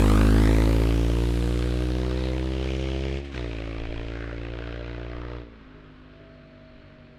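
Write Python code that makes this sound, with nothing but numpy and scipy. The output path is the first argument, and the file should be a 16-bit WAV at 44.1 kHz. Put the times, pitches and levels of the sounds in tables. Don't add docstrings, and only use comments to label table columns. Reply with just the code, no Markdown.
import sys
import numpy as np
from scipy import signal
from scipy.io import wavfile
from scipy.ndimage import uniform_filter1d

SR = 44100
rng = np.random.default_rng(int(sys.argv[2]) if len(sys.argv) > 2 else 0)


def voltage_ratio(level):
    return 10 ** (np.asarray(level, float) / 20)


def master_out(mix):
    frames = np.transpose(np.atleast_2d(mix))
    ceiling = np.clip(frames, -1, 1)
    pcm = np.round(ceiling * 32767).astype(np.int16)
    wavfile.write(sys.argv[1], SR, pcm)


N = 316765


def level(x):
    return x / np.sqrt(np.mean(x ** 2))


def curve(table):
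    s, *columns = np.transpose(table)
    return [np.interp(np.arange(N) / SR, s, c) for c in columns]


def colour(table, hz):
    f, db = np.transpose(table)
    return np.interp(np.log(hz), np.log(f), db)


def band(x, hz, octaves):
    edges_hz = hz * 2 ** (np.array([-.5, .5]) * octaves)
    sos = signal.butter(2, np.minimum(edges_hz, .45 * SR), "band", fs=SR, output="sos")
    return signal.sosfilt(sos, x)


def walk(rate_hz):
    steps = signal.resample(rng.standard_normal(int(rate_hz * N / SR) + 2), 800)
    return np.interp(np.linspace(0, 799, N), np.arange(800), steps)


def per_cycle(cycles):
    return np.interp(cycles, np.arange(600), rng.standard_normal(600))


def murmur():
    # frequency in Hz, level in dB per Hz.
    murmur_spectrum = [(35, -31), (60, 6.5), (153, -3.5), (201, -10.5), (253, -1), (340, -14), (399, -7.5),
                       (447, -8), (644, -9.5), (790, -29), (1430, -20.5), (4080, -37), (5620, -47.5),
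                       (14000, -64)]
    out = 0
    for hz in 70 * 2 ** np.arange(0, 7.7, 1 / 3):
        db = colour(murmur_spectrum, hz) + 10 * np.log10(hz) + 1.2 * walk(5)
        out = out + voltage_ratio(db) * level(band(rng.standard_normal(N), hz, 1 / 3))
    return voltage_ratio(-55) * level(out)


def insects():
    # time in seconds, level in dB.
    chirr_level = [
        (5.9, -96),
        (6.3, -76),
        (6.7, -76.5),
        (7.18, -82),
    ]
    chirr = 0
    for hz in (4050., 4350.):
        chirr = chirr + voltage_ratio(3 * walk(13)) * level(band(rng.standard_normal(N), hz, .05))
    return voltage_ratio(curve(chirr_level)[0]) * chirr


def wind():
    # peak time in seconds, peak level in dB, rise in seconds, fall in seconds.
    gust_table = [
        (0.02, -41, .02, .05),
        (1.5, -61, .08, .08),
        (2.7, -61.5, .2, .12),
        (3.89, -33.5, 0.048, 0.037),
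        (4.04, -39, 0.21, .08),
        (4.4, -49, 0.16, .35),
        (5.18, -45, .07, 0.11),
        (5.72, -52, .1, 0.039),
        (5.92, -60, .08, 0.061),
        (6.72, -58, .03, .14),
    ]
    t = np.arange(N) / SR
    gain = voltage_ratio(-72 + 3 * walk(6))
    for s, db, rise_s, fall_s in gust_table:
        gain = gain + voltage_ratio(db) * np.exp(-np.abs(t - s) / np.where(t < s, rise_s, fall_s))
    noise = rng.standard_normal(N)
    return gain * level(band(band(noise, 23., 1.4), 23., 1.4))


def road(x):
    t = np.arange(N) / SR
    lag_s = 0.001234 / (1 + t / 0.37)
    share = 0.51 * np.exp(-(t / 0.96) ** 2)
    dull = signal.lfilter(*signal.butter(1, [1100, 5500], "band", fs=SR), x)
    return (x + share * np.interp(t - lag_s, t, dull)) / np.sqrt(1 + .5 * share ** 2)


def clearings_db(hz):
    # frequency in Hz, lift in dB.
    favoured = [
        (1380, 2),
        (2700, 1),
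    ]
    # centre time in seconds, half length in seconds, frequency in Hz, lift in dB.
    passing = [(.2, 0.32, 1280, 9.5), (.78, 0.23, 1300, 6), (1.75, 0.13, 1200, 4.5), (2.25, 0.059, 3600, 6),
               (2.85, 0.3, 2700, 10), (2.68, 0.083, 2000, 1.5), (3.2, 0.13, 2300, 3.5),
               (3.9, 0.72, 2370, 3.5), (4.25, 0.12, 1610, 8.5), (4.75, 0.3, 1540, 6), (4.6, 0.28, 2480, 1),
               (6.4, 1, 1374, 6.5), (0.32, 0.47, 880, 8.5), (1.45, .25, 8600, 4), (1.42, 0.71, 1000, 3),
               (1.8, 0.45, 3700, 2.5), (2.3, 0.24, 820, 6.5), (2.88, 0.31, 5600, 7.5),
               (3.35, 0.071, 1450, 3.5), (5.204, 0.16, 1050, 6), (5.15, 0.084, 2070, 2),
               (0.49, 0.15, 1900, 4.5), (5.6, 0.28, 1100, 7)]
    t = np.arange(N) / SR

    def near(centre_hz):
        return np.exp(-(np.log2(hz / centre_hz) / 0.28) ** 2)

    lift_db = sum(db * near(f) for f, db in favoured)
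    for s, half_s, f, db in passing:
        lift_db = lift_db + db * near(f) * np.exp(-((t - s) / half_s) ** 2)
    return lift_db


def gas(cycles, gas_db, treble_db, throttle):
    # frequency in Hz, level in dB per Hz.
    gas_spectrum = [(290, -32), (500, 6), (629, -1.5), (747, -18), (1120, -17), (1410, -18), (1620, -15),
                    (3950, -17), (5740, -24), (11400, -22), (15400, -27.5)]
    rush, size_db, slope = 0.38, 2.0, 1.42
    edge_db, edge_tilt_db_per_octave = -2.5, -3.5
    place = (cycles + .55) % 1 - .5
    common = per_cycle(cycles)
    spike = np.exp(-((place + .002 * per_cycle(cycles)) / .004) ** 2)
    edge = level(spike * voltage_ratio(2 * common)) * throttle
    puff = np.exp(-(place / .1) ** 2) * voltage_ratio(size_db * common)
    loss_db = treble_db - gas_db - (colour(gas_spectrum, 7750) - colour(gas_spectrum, 2000))
    out = 0
    for hz in 750 * 2 ** np.arange(0, 4.5, 1 / 3):
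        crack = puff * voltage_ratio(size_db * per_cycle(cycles))
        gate = rush + crack * (0.14 + 0.53 * throttle) * min(1, (4000 / hz) ** 1.6)
        gate = gate / np.sqrt(uniform_filter1d(gate ** 2, 12000))
        shock = voltage_ratio(edge_db + edge_tilt_db_per_octave * np.log2(hz / 1000)) * edge
        push = gate * rng.standard_normal(N) - shock
        db = colour(gas_spectrum, hz) - colour(gas_spectrum, 1535) + 10 * np.log10(hz / 2000) - 9
        db = db + loss_db * max(hz / 7750 - .25, 0) ** slope * 1.5 + walk(4.5)
        db = db + clearings_db(hz)
        out = out + voltage_ratio(gas_db + db) * band(push, hz, 1 / 3) / np.sqrt(.5 * hz / SR)
    return out


def relight():
    # start in seconds, peak level in dB, frequency in Hz, 60 dB decay in seconds.
    pops = [
        (3.343, -27, 260, .035),
    ]
    t, out = np.arange(N) / SR, 0
    for s, db, hz, t60_s in pops:
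        age_s = np.maximum(t - s, 0)
        out = out + voltage_ratio(db) * np.sin(2 * np.pi * hz * age_s) * np.exp(-np.log(1000) * age_s / t60_s)
    return out


def coasting_hum(cycles):
    # time in seconds, level in dB.
    hum_level = [
        (5.9, -76),
        (6.15, -55),
        (6.5, -52),
        (6.8, -55),
        (7.18, -58),
    ]
    gain = voltage_ratio(curve(hum_level)[0] + 1.5 * walk(8))
    tone = np.sin(2 * np.pi * (13 * cycles + .06 * walk(14)))
    return gain * tone * (np.arange(N) > 5.9 * SR)


def pipe_lead(k, hz):
    silencer_hz, notch_hz = 65, 210
    if k < 4:
        return (silencer_hz - hz) * .0095 + (k - 1) * (.14 * k - .39)
    return -.4 * np.exp(-np.maximum(k * hz - notch_hz, 0) / 50)


def steady(x):
    return x / np.sqrt(uniform_filter1d(uniform_filter1d(x ** 2, 4000), 4000))


def exhaust(cycles, hz, note_db, bark_db):
    # engine order (multiple of the cycle rate), level in dB.
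    side_on = [(1, 3), (2, -2.5), (3, -10), (4, -9), (5, -6), (6, -8.5), (7, -13), (8, -16.5), (9, -16),
               (10, -17), (11, -26), (12, -24), (13, -52), (14, -33.5), (15, -26.5), (16, -26.5)]
    behind = [(1, 0.5), (2, -6), (3, -11), (4, -21), (5, -7), (6, -9), (7, -16.5), (8, -15), (9, -21),
              (10, -24), (11, -28), (12, -33), (13, -34), (14, -39.5), (15, -40), (16, -43)]
    far_off = [(1, 0.5), (2, -4.5), (3, -14), (4, -21.5), (5, -7), (6, -8), (7, -13), (8, -12.5), (9, -17),
               (10, -17), (11, -17), (12, -34), (13, -43), (14, -35), (15, -36), (16, -43)]
    just_shut = [(1, -1), (2, -11), (3, -16), (4, -8), (5, -8), (6, -19), (7, -16.5), (8, -18.5), (9, -17),
                 (10, -34), (11, -21), (12, -40), (13, -34), (14, -44), (15, -41), (16, -27)]
    long_shut = [(1, 7.5), (2, 1.5), (3, 7), (4, -13.5), (5, 4), (6, -3), (7, -6.5), (8, -4.5), (9, -22),
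                 (10, -18), (11, -27), (12, -8.5), (13, -15), (14, -35), (15, -58), (16, -38)]
    view_s = [.3, 1.4, 3.18, 3.24, 3.335, 3.35, 5.4, 5.47, 5.6, 5.75]
    t = np.arange(N) / SR
    sharp, early = per_cycle(cycles), per_cycle(cycles)
    coasting = np.clip((t - 5.5) / .2, 0, 1)
    note_db, bark_db = uniform_filter1d(note_db, 1300), uniform_filter1d(bark_db, 1300)
    low, high = 0, 0
    for (k, side), (_, back), (_, far), (_, lift), (_, shut) in zip(side_on, behind, far_off, just_shut, long_shut):
        db = np.interp(t, view_s, [side, back, back, lift, lift, far, far, lift, lift, shut])
        if k == 4:
            db = db + 3 - 7 * np.exp(-((k * hz - 231) / 11) ** 2) * (1 - coasting)
        if k == 13:
            db = db - 20 * np.clip((t - 5.9) / .2, 0, 1)
        rough = min(k / 8, 1.2) ** 2
        db = db + rough * (1.8 * sharp + 1.8 * per_cycle(cycles))
        db = db + (0.2267 * min(k, 10) + 0.97 * coasting) * walk(9)
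        slip = coasting * rng.uniform(-.5, .5) + pipe_lead(k, hz)
        slip = slip + rough * (.007 * k * early + .04 * per_cycle(cycles))
        tone = -voltage_ratio(db) * np.cos(2 * np.pi * (k * cycles + slip))
        if k < 4:
            low = low + tone
        else:
            high = high + tone
    return voltage_ratio(note_db) * (steady(low) + voltage_ratio(bark_db) * steady(high))


def scene():
    # time in seconds, engine cycle rate in Hz, exhaust note in dB, all as heard.
    ride = [(0.0, 51.69, -18.5), (0.38, 53.77, -18), (0.82, 56.08, -21), (1.1, 57.71, -22.5),
            (1.8, 61.27, -25.5), (2.5, 64.6, -28), (3.16, 67.17, -29), (3.22, 70.5, -36),
            (3.3, 69.05, -37.5), (3.34, 66.07, -38), (3.36, 63.25, -33), (3.42, 59.78, -31),
            (3.54, 55.33, -33.5), (4.48, 57.9, -35), (5.38, 60, -36.5), (5.5, 56.78, -49.5),
            (5.66, 52, -50.5), (7.18, 47.9, -54)]
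    # time in seconds, throttle opening from 0 (shut) to 1 (open).
    throttle_table = [
        (0, 1),
        (3.18, 1),
        (3.22, 0),
        (3.335, 0),
        (3.35, 1),
        (5.37, 1),
        (5.47, 0),
        (7.18, 0),
    ]
    # start in seconds, lift in dB, fall in seconds.
    puffs = [
        (3.247, 7, 0.028),
        (3.32, 7.5, 0.044),
    ]
    start_m, speed_m_s, pull_m_s2, coast_s = 15, 6.8, 14.4, 5.4
    t = np.arange(N) / SR
    hz, note_db = curve(ride)
    throttle, = curve(throttle_table)
    shut = 1 - throttle
    cycles = np.cumsum(hz) / SR + .82
    pulling_s = np.minimum(t, coast_s)
    metres = start_m + speed_m_s * pulling_s + pull_m_s2 * pulling_s ** 2 / 2

    bark_db = -4.5 - 3 * np.exp(-((t - 1.27) / 0.63) ** 2) + 4 * shut * (t > coast_s)
    gas_db = -42 - 1.28 * t + 4.5 * np.exp(-(t / 0.7) ** 2)
    gas_db = gas_db + (-5.5 - 3 * (t > coast_s - .1)) * shut
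    for s, db, fall_s in puffs:
        gas_db = gas_db + db * np.exp(-np.maximum(t - s, 0) / fall_s) * (t > s)
    air_db_per_m = 0.1247
    treble_db = gas_db - 9 - air_db_per_m * metres - 2 * shut

    background = murmur() + insects() + wind()
    crack = road(gas(cycles, gas_db, treble_db, throttle))
    bike = crack + relight() + coasting_hum(cycles) + exhaust(cycles, hz, note_db, bark_db)
    return (background + bike)[None]


def low_pass(x):
    return signal.sosfilt(signal.butter(12, 15600, fs=SR, output="sos"), x)


def record(dry):
    return low_pass(dry)


dry = scene()
out = record(dry)
master_out(out)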